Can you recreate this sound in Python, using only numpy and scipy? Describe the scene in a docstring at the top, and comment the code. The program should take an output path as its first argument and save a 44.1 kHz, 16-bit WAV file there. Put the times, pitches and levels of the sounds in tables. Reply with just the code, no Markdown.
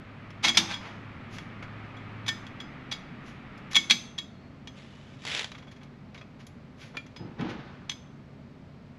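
"""Brake pads and a retaining pin are worked into a caliper under a wheel arch, in an open garage.
Each contact is a noisy push that grates or cracks; firm ones ring pad, pin, clip and suspension as modes.
A part rasps along an edge in noise bursts, an arm bumps the arch liner in coloured noise, thin tones whistle.
The arch and garage echo the work; behind lie noise rumble, a distant rush that sinks away, a hum that stops
and a faint steady drone."""
import sys
import numpy as np
from scipy import signal
from scipy.fft import rfft, irfft
from scipy.io import wavfile
from scipy.ndimage import uniform_filter1d

SR = 44100
rng = np.random.default_rng(int(sys.argv[2]) if len(sys.argv) > 2 else 0)


def digitize_waveform(pressure):
    """Quantize a signal to 16-bit integers and store it at the path in sys.argv[1].

    Rows of a 2-D input are taken as channels; values are limited to [-1, 1].
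    """
    field = np.atleast_2d(pressure).T
    bounded = np.clip(field, -1, 1)
    quanta = np.round(bounded * 32767).astype(np.int16)
    wavfile.write(sys.argv[1], SR, quanta)


N = 396018
T = np.arange(N) / SR
LEAD_S = 0.1  # room for a contact's rise ahead of its peak

# the dull crack of a light touch, relative levels: frequency_hz [Hz], density_db [dB per Hz]
TICK = [(100, -28), (550, -7), (1000, -1.5), (2200, 3.5), (3400, -1.5), (4400, -5), (6800, -10),
        (8000, -27.5), (10300, -18.5), (12500, -34), (15000, -40.5)]


def clinks(strut_db=-33, spring_db=-23.5, grip_s=0.011):
    """Firm contacts also set the pin, the spring clip and the suspension ringing, until the fingers mute them."""
    # firm metal contacts; rings are relative to the contact's level, the pad's before a common lift:
    # peak_s [s], level_db [dB], rise_ms [ms], fall_ms [ms], pad_ring_db [dB], pin_ring_db [dB], spot_hz [Hz]
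    contacts = [ (.449, -19, 7.8, 23, -10, -22.5, 2184), (.485, -21.5, 4, 7.2, 2.5, -26.5, 5870),
                (.494, -26, 2, 9, -2.5, -24.5, 4840), (.549, -35, 3.2, 24, 0.5, -3, 5020),
                (.572, -11.5, .4, 11.8, -12, -29, 3627), (.598, -36, 2.1, 85, -8.5, -15, 2280),
                (.716, -33.5, 15, 31, -6.5, -21, 1560), (.742, -40.5, 3, 3.5, 5, -13.5, 3330),
                (1.968, -57.5, 0.9, 4, 7, -25, 3190), (2.265, -40.5, 1.7, 7.7, 3, -16, 3360),
                (2.282, -26.5, 0.87, 3.4, 2, -28, 3100), (2.2894, -24.5, .8, 4.1, -8, -19.5, 1804),
                (2.604, -41.5, 1.5, 5.6, -1, -16, 3353), (2.917, -32.5, 2, 11, -5, -18, 3850),
                (2.925, -33, 1.2, 2.2, 1.5, -22, 4640), (3.748, -29, 1.5, 3.4, 0.5, -26, 2190),
                (3.7552, -19.5, 0.34, 3.7, 5.5, -25.5, 3353), (3.765, -17, 1.3, 4.2, -1, -29.5, 2203),
                (3.9, -22, 1.3, 5.8, -1, -27, 4200), (3.9087, -11, 0.33, 3.3, -9.5, -23.5, 3804),
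                (3.9165, -22.5, .5, 4.1, -8.5, -23.5, 2312), (4.181, -39, 0.62, 3.6, -2.5, -23, 3353),
                (4.1864, -29.5, 0.55, 2.4, -6, -32, 3780), (4.674, -39, 0.44, 3.4, -13, -29, 3300),
                (5.681, -56, 0.96, 7.2, -3, -28, 3440), (6.178, -49, 1.1, 11.5, -19, -19, 3790),
                (7.164, -45, 1.6, 11, -8, -10, 5070), (7.897, -28, 1.35, 1.6, -7, -28, 6170),
                (7.918, -39, 2.6, 3.9, -7, -23, 3470)]
    # crack of a firm contact, relative levels: frequency_hz [Hz], density_db [dB per Hz]
    crack_colour = [(100, -24), (550, -14), (900, -3.5), (1400, -6.5), (2300, 2), (2800, -2.5), (3500, 2),
                    (4300, -2.5), (5400, -6.5), (6100, -4.5), (7800, -19.5), (10300, -19), (12500, -39),
                    (15000, -44.5)]
    # ringing parts, relative levels, in each: frequency_hz [Hz], level_db [dB], t60_s [s]
    pin_modes = [(2295, -9, 0.26), (2710, -16.5, 0.67), (5020, 6, 0.32), (6660, -19, 0.18),
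                 (9000, -31.5, 0.16), (11970, -26, 0.14), (12150, -29, .13)]  # the thin steel pin
    spring_modes = [(2450, -14, .25), (3670, -14, .3), (4120, -14, .28), (6260, 0.5, 0.36),
                    (7538, -13.5, 0.36), (11000, -26, .25), (11900, -21, 0.22), (12340, -24.5, .2)]  # the spring clip
    strut_modes = [(172.3, -4.5, 0.26), (195.5, -2.5, 0.84), (233, 0, 0.34), (283, -5.5, .3),
                   (333, -4, 0.44)]  # the suspension behind the caliper
    # moments when the fingers press on the ringing steel: grip_s [s]
    grips = [.565, 2.96, 3.893, 4.28]
    # level and fall time that leave the colour untilted
    neutral_db, neutral_ms = -22, 6
    brighten = 0.11  # dB/octave gained per dB of level
    dulling_db = 0.9  # dB/octave lost per doubling of the fall time
    out = np.zeros(N)
    for s, db, rise_ms, fall_ms, pad_db, pin_db, spot_hz in contacts:
        harder = brighten * (db - neutral_db)
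        longer = dulling_db * np.log2(fall_ms / neutral_ms)
        force, sound = contact(crack_colour, rise_ms, fall_ms, harder - longer, pad_db)
        # a longer push moves the heavy suspension more
        thump_db = strut_db + 10 * np.log10(2 * rise_ms + fall_ms)
        sound = sound + ring(force, spot_mode(spot_hz))
        for modes, ring_db in (pin_modes, pin_db), (spring_modes, spring_db), (strut_modes, thump_db):
            sound = sound + undb(ring_db) * ring(force, modes)
        next_grip = min([g for g in grips if g > s], default=T[-1])
        clock = s - LEAD_S + np.arange(len(sound)) / SR
        held = np.maximum(clock - next_grip, 0)
        add(out, s - LEAD_S, undb(db) * sound * np.exp(-held / grip_s))
    return out


def contact(spectrum, rise_ms, fall_ms, bright_db, pad_db, grit_db=1.6, snap=6.3, snap_ms=0.56,
            casting_db=-2, casting_t60=0.042, crack_db=-0.5, pad_lift_db=5.0):
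    """Steel grates up to a peak and chatters out: the force, and the crack and short rings that it makes."""
    # the pad's backing plate, damped by its lining, relative levels:
    # frequency_hz [Hz], level_db [dB], t60_s [s]
    pad_modes = [(1123, -20, 0.04), (1800, -20.5, 0.079), (2237, -13.5, 0.13), (3320, -5.5, 0.11),
                 (3355, 2, 0.021), (3430, -5.5, 0.041), (3680, -13.5, 0.055), (4060, -19, 0.04),
                 (5933, -15.5, 0.041), (7020, -23.5, 0.13), (10650, -28, 0.048), (11900, -33, .035)]
    ms = 1000 * (np.arange(30000) / SR - LEAD_S)
    log_force = np.where(ms < 0, -0.5 * (ms / rise_ms) ** 2, -ms / fall_ms)
    force = np.exp(np.maximum(log_force, -60))
    # rough faces catch unevenly, about once a millisecond
    catches = np.repeat(rng.standard_normal(len(ms) // 40), 40)
    grit = unit(undb(grit_db * catches))
    push = force * grit * rng.standard_normal(len(ms))
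    # an abrupt contact starts with one hard impact
    push[int(LEAD_S * SR)] -= snap * np.exp(-rise_ms / snap_ms)
    crack = colour(push, spectrum, bright_db)
    # each spot of the caliper casting answers with its own set of short modes
    hz = 1000 + 440 * (np.arange(16) + rng.random(16))
    mode_db = between(hz, spectrum) + bright_db * np.log2(hz / 3000)
    mode_db = mode_db - 10 * np.log10(np.sum(undb(mode_db) ** 2))
    casting = ring(force, [(f, db, casting_t60) for f, db in zip(hz, mode_db)])
    # the pad's pitch shifts a little with how it is wedged
    wedged = np.array(pad_modes) * [1 + 0.004 * rng.standard_normal(), 1, 1]
    pad = ring(force, wedged)
    sound = undb(crack_db) * crack + undb(casting_db) * casting + undb(pad_db + pad_lift_db) * pad
    return force, sound


def spot_mode(hz, level_db=-2.5, cycles=210):
    """The mode that a struck spot brings out dies by 60 dB in a set number of cycles, so higher ones die sooner."""
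    return [(hz, level_db, cycles / hz)]


def taps(rise_ms=0.3, pad_db=-16.5, spot_db=-3):
    """Light taps on parts held still by the fingers: only the casting, the pad and the struck spot answer."""
    # peak_s [s], level_db [dB], fall_ms [ms], brightness_db [dB/octave], spot_hz [Hz]
    touches = [(.305, -48.5, 5, 0.5, 5300), (1.385, -36, 3.8, 0, 3360), (1.626, -41, 16, -4.5, 2170),
               (2.467, -42, 5.2, 0, 3280), (3.577, -51, 8, 2.5, 3350), (3.733, -30, 2.1, 2.5, 3900),
               (5.518, -36.5, 4, -2, 3880), (5.833, -51.5, 6.1, 1.5, 2180), (6.146, -44.5, 16, -3, 2220),
               (6.213, -43.5, 7, -5, 2575), (6.468, -50, 7, 8.5, 7170), (6.9699, -25, 2.6, -3, 2390),
               (7.065, -50, 5.6, 0, 6060), (7.411, -36, 2.4, -3, 2270)]
    out = np.zeros(N)
    for s, db, fall_ms, bright_db, spot_hz in touches:
        force, sound = contact(TICK, rise_ms, fall_ms, bright_db, pad_db, casting_db=-7.5)
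        spot = undb(spot_db) * ring(force, spot_mode(spot_hz))
        add(out, s - LEAD_S, undb(db) * (sound + spot))
    return out


def scuffs(fade_ratio=1.76, pad_db=-11.5):
    """Metal sliding lightly on metal swells, then fades over a time in proportion to the swell."""
    # peak_s [s], level_db [dB], swell_ms [ms], brightness_db [dB/octave]
    slides = [(.865, -43.5, 42, -5), (1.355, -49.5, 24.5, 3), (3.285, -53.5, 23, 1.5), (3.72, -40, 6, 1.5),
              (6.409, -51.5, 9, -1.5), (6.831, -49.5, 28, 0.5), (6.953, -43.5, 6.6, -10),
              (7.503, -40, 9, -3.5)]
    out = np.zeros(N)
    for s, db, swell_ms, bright_db in slides:
        _, sound = contact(TICK, swell_ms, fade_ratio * swell_ms, bright_db, pad_db)
        add(out, s - LEAD_S, undb(db) * sound)
    return out


def rasp(slip_db=-4.5, lesser_db=5.0, scatter_db=0.5, snap=2.8, grain_db=3):
    """A part dragged over an edge sticks and slips, harder as it is pressed, with fine grating in between."""
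    # strokes along the edge, levels before colouring: full_pressure_s [s], hold_s [s], level_db [dB]
    strokes = [(4.778, 0.036, -55.5), (4.845, 0.3, -61), (5.283, 0.13, -37)]
    # the hardest slips, before slip_db and colouring: slip_s [s], level_db [dB]
    slips = [(5.2515, -22), (5.2672, -26.5), (5.2755, -23.5), (5.3489, -17), (5.3748, -22.5),
             (5.3936, -19.5), (5.4439, -21.5)]
    # the rasp's relative spectrum: frequency_hz [Hz], density_db [dB per Hz]
    rasp_colour = [(240, -19), (400, -2), (1100, -4.5), (1600, 2.5), (2200, 5), (2800, 4), (3500, 5.5),
                   (4200, -2.5), (7100, -9.5), (8800, -21.5), (10300, -17), (12500, -45), (15000, -42)]
    rise_db_per_s, fall_db_per_s = 290, 280
    slip_fall_ms, slip_gap_s = 3.1, 0.012  # the gap is the lesser slips' mean spacing
    pressure = sum(swell(*stroke, rise_db_per_s, fall_db_per_s) for stroke in strokes)
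    # lesser slips follow the pressure from the last stroke on
    start, _, _ = strokes[-1]
    chance = rng.standard_normal((16, 2))
    times = start + slip_gap_s * (np.arange(len(chance)) + 0.3 * chance[:, 0])
    sizes = np.interp(times, T, pressure) * undb(lesser_db + scatter_db * chance[:, 1])
    hardest = [(s, undb(db + slip_db)) for s, db in slips]
    grain = unit(rng.standard_normal(N) * undb(grain_db * walk(700)))
    pushes = pressure * grain
    ms = 1000 * np.arange(2000) / SR
    for s, size in hardest + list(zip(times, sizes)):
        slip = np.exp(-ms / slip_fall_ms) * rng.standard_normal(len(ms))
        slip[0] = -snap
        add(pushes, s, size * slip)
    return colour(pushes, rasp_colour)


def settling(count=8, rise_ms=4, fall_ms=11, bright_db=-3, scatter_db=2, pad_db=-10):
    """After the rasp the part finds its seat in uneven small ticks, each of its own colour, growing fainter."""
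    start_s, gap_s, start_db, fade_db_per_s = 5.556, 0.042, -47.5, 29
    out = np.zeros(N)
    for k, (shift, strength, tint) in enumerate(rng.standard_normal((count, 3))):
        after = gap_s * (k + 0.17 * shift)
        db = start_db - fade_db_per_s * after + scatter_db * strength
        _, sound = contact(TICK, rise_ms, fall_ms, bright_db + scatter_db * tint, pad_db)
        add(out, start_s + after - LEAD_S, undb(db) * sound)
    return out


def arm(flutter_db=1.0):
    """The arm leans on the plastic liner, which booms while the sleeve rubs along it."""
    # bumps on the liner: full_s [s], boom_db [dB], rub_db [dB]
    bumps = [(7.198, -41, -56.5), (7.396, -32.5, -42)]
    # relative spectra, in each: frequency_hz [Hz], density_db [dB per Hz]
    liner_colour = [(24, -52.5), (40, -19.5), (92, -5.5), (193, 0), (220, 0), (357, -5), (434, -12),
                    (521, -13), (650, -22), (900, -13), (1170, -46), (1980, -120)]  # the booming plastic
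    sleeve_colour = [(300, -2.5), (600, 3), (1500, 3), (2500, -3.5), (4000, -9.5), (6500, -24.5),
                     (8500, -47), (14000, -57)]  # the rubbing cloth
    rise_db_per_s, hold_s = 1402, 0.02
    boom_fall_db_per_s, rub_fall_db_per_s = 70, 40.5
    boom = sum(swell(s, hold_s, db, rise_db_per_s, boom_fall_db_per_s) for s, db, _ in bumps)
    rub = sum(swell(s, hold_s, db, rise_db_per_s, rub_fall_db_per_s) for s, _, db in bumps)
    flutter = undb(flutter_db * walk(90))
    return boom * noise(liner_colour) + rub * flutter * noise(sleeve_colour)


def whistles(waver_hz=60):
    """Faint sine tones glide and waver in pitch while they swell and fade."""
    # start_s [s], length_s [s], start_hz [Hz], end_hz [Hz], peak_db [dB]
    tones = [(4.225, 0.11, 3710, 3600, -63), (4.249, .3, 4330, 4340, -70.5), (4.816, 0.33, 2890, 3100, -64)]
    out = np.zeros(N)
    for s, length, start_hz, end_hz, db in tones:
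        along = np.clip((T - s) / length, 0, 1)
        hz = start_hz + (end_hz - start_hz) * along + waver_hz * walk(60)
        out += undb(db) * np.sin(np.pi * along) * np.sin(2 * np.pi * np.cumsum(hz) / SR)
    return out


def echoes(dry, arch_db=-12, arch_t60=0.11, room_db=-14, build_s=0.0026):
    """Quick reflections inside the wheel arch, then the garage's longer tail, as decaying noise."""
    # the garage's decay: frequency_hz [Hz], t60_s [s]
    room_decay = [(150, 0.19), (500, 1), (1500, 0.39), (3500, 0.43), (7000, .45), (13000, 0.44)]
    t = np.arange(SR) / SR
    hz = np.fft.rfftfreq(SR, 1 / SR)
    white, tail = rfft(rng.standard_normal(SR)), 0
    centres, t60s = np.transpose(room_decay)
    # overlapping bands, each dying at its own rate
    for share, t60 in zip(np.eye(len(centres)), t60s):
        band = irfft(white * between(hz, np.c_[centres, share]), SR)
        tail = tail + band * np.exp(-np.log(1000) * t / t60)
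    tail = tail * (1 - np.exp(-t / build_s))
    arch = rng.standard_normal(SR) * np.exp(-np.log(1000) * t / arch_t60) * (t > 0.002)
    response = (undb(arch_db) * unit(arch) + undb(room_db) * unit(tail)) / np.sqrt(SR)
    return signal.fftconvolve(dry, response)[:N]


def background(rumble_db=-49, waver_db=0.13, hum_waver_db=1.5, drone_hz=139.0, drone_db=-56):
    """Noise rumble through the open door, a distant noise rush, a wavering motor hum and a fainter drone."""
    # relative spectra, in each: frequency_hz [Hz], density_db [dB per Hz]
    garage_colour = [(15, -40.5), (25, -19), (64, -10.5), (86, -5.5), (257, -4.5), (326, -16.5), (415, -15),
                     (450, -19.5), (621, -17.5), (729, -23), (856, -24), (2930, -36), (3630, -38),
                     (4380, -38.5), (15000, -69.5)]  # the rumble
    rush_colour = [(60, 3.5), (220, 12), (450, -2.5), (800, -1), (1050, -2), (1220, 4), (1500, -1.5),
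                   (2200, -0.5), (2800, -7.5), (4000, -17.5), (7000, -38.5), (14000, -52.5)]  # the distant rush
    # the rush's level: time_s [s], level_db [dB]
    rush_course = [(0, -49.5), (1, -46.5), (2.2, -45), (3, -47), (3.7, -47.5), (4, -52.5), (4.3, -58),
                   (9, -63)]
    # the motor hum, which stops: time_s [s], pitch_hz [Hz], level_db [dB rms]
    hum_course = [(0, 104.4, -51.5), (1, 103.3, -50), (1.6, 106, -49), (2.25, 107.3, -45.5),
                  (2.5, 106.5, -54), (2.8, 101, -84)]
    rumble = undb(rumble_db + waver_db * walk(6)) * noise(garage_colour)
    rush_db, = curves(rush_course)
    rush = undb(rush_db + waver_db * walk(9)) * noise(rush_colour)
    hum_hz, hum_db = curves(hum_course)
    hum_phase = 2 * np.pi * np.cumsum(hum_hz + 0.71 * walk(4.1)) / SR
    hum = undb(hum_db + hum_waver_db * walk(6.4)) * np.sin(hum_phase)
    drone_phase = 2 * np.pi * np.cumsum(drone_hz + 1.5 * walk(12.0)) / SR
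    drone = undb(drone_db + walk(1.3)) * np.sin(drone_phase)
    # a sine of rms 1 peaks at the root of two
    return rumble + rush + np.sqrt(2) * (hum + drone)


def undb(db):
    """Decibels to gain."""
    return 10 ** (np.asarray(db) / 20)


def unit(x):
    """Scale to rms 1."""
    return x / np.sqrt(np.mean(x ** 2))


def curves(rows):
    """Each column after the first as a line through time."""
    s, *columns = np.transpose(rows)
    return [np.interp(T, s, c) for c in columns]


def between(hz, points):
    """Read (Hz, value) points on a log-frequency axis."""
    f, value = np.transpose(points)
    return np.interp(np.log(hz + 1), np.log(f), value)


def colour(x, points, tilt_db=0):
    """Give a sound a spectrum, tilted in dB/octave about 3 kHz; white noise keeps its power."""
    hz = np.fft.rfftfreq(len(x), 1 / SR)
    octaves = np.log2(np.clip(hz, 500, 12000) / 3000)
    gain = unit(undb(between(hz, points) + tilt_db * octaves))
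    return irfft(rfft(x) * gain, len(x))


def noise(points):
    """Coloured noise of rms near 1."""
    return colour(rng.standard_normal(N), points)


def walk(rate):
    """Smooth random wandering of rms near 1, with a new target rate times a second."""
    k = int(SR / rate)
    steps = np.repeat(rng.standard_normal(N // k + 1), k)
    return unit(uniform_filter1d(steps, k)[:N])


def swell(s, hold_s, db, rise_db_per_s, fall_db_per_s):
    """Gain that climbs to a level at time s, holds it and dies away."""
    before, after = np.maximum(s - T, 0), np.maximum(T - s - hold_s, 0)
    return undb(db - rise_db_per_s * before - fall_db_per_s * after)


def ring(force, modes, scatter_db=0.3):
    """Modes gather energy while a force acts and lose it at their own rates."""
    t, out = np.arange(len(force)) / SR, 0
    power = force ** 2 / np.sum(force ** 2)
    for hz, db, t60 in modes:
        keep = np.exp(-2 * np.log(1000) / (t60 * SR))
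        energy = signal.lfilter([1], [1, -keep], power)
        gain = undb(db + scatter_db * rng.standard_normal())
        out = out + gain * np.sqrt(energy) * np.sin(2 * np.pi * (hz * t + rng.random()))
    return out


def add(track, s, sound):
    """Mix a sound into a track at time s."""
    i = max(int(s * SR), 0)
    track[i:i + len(sound)] += sound[:max(N - i, 0)]


def scene():
    """The work at the caliper, its echoes and the background."""
    work = clinks() + taps() + scuffs() + rasp() + settling() + arm() + whistles()
    return (work + echoes(work) + background())[None]


def record(dry, top_hz=15100):
    """A small microphone: its port notches the treble, the loudest peaks are rounded and the top is cut."""
    # the port's narrow dip: centre_hz [Hz], width_hz [Hz], depth_per_pass [0-1]
    port_dip = (9120, 550, .85)
    hz, width_hz, depth = port_dip
    for _ in range(2):
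        dry = dry - depth * signal.lfilter(*signal.iirpeak(hz, hz / width_hz, fs=SR), dry)
    rounded = dry / (1 + dry ** 4) ** 0.25
    top_cut = signal.ellip(10, 0.2, 80, top_hz, fs=SR, output="sos")
    return signal.sosfilt(top_cut, rounded)


dry = scene()
out = record(dry)
digitize_waveform(out)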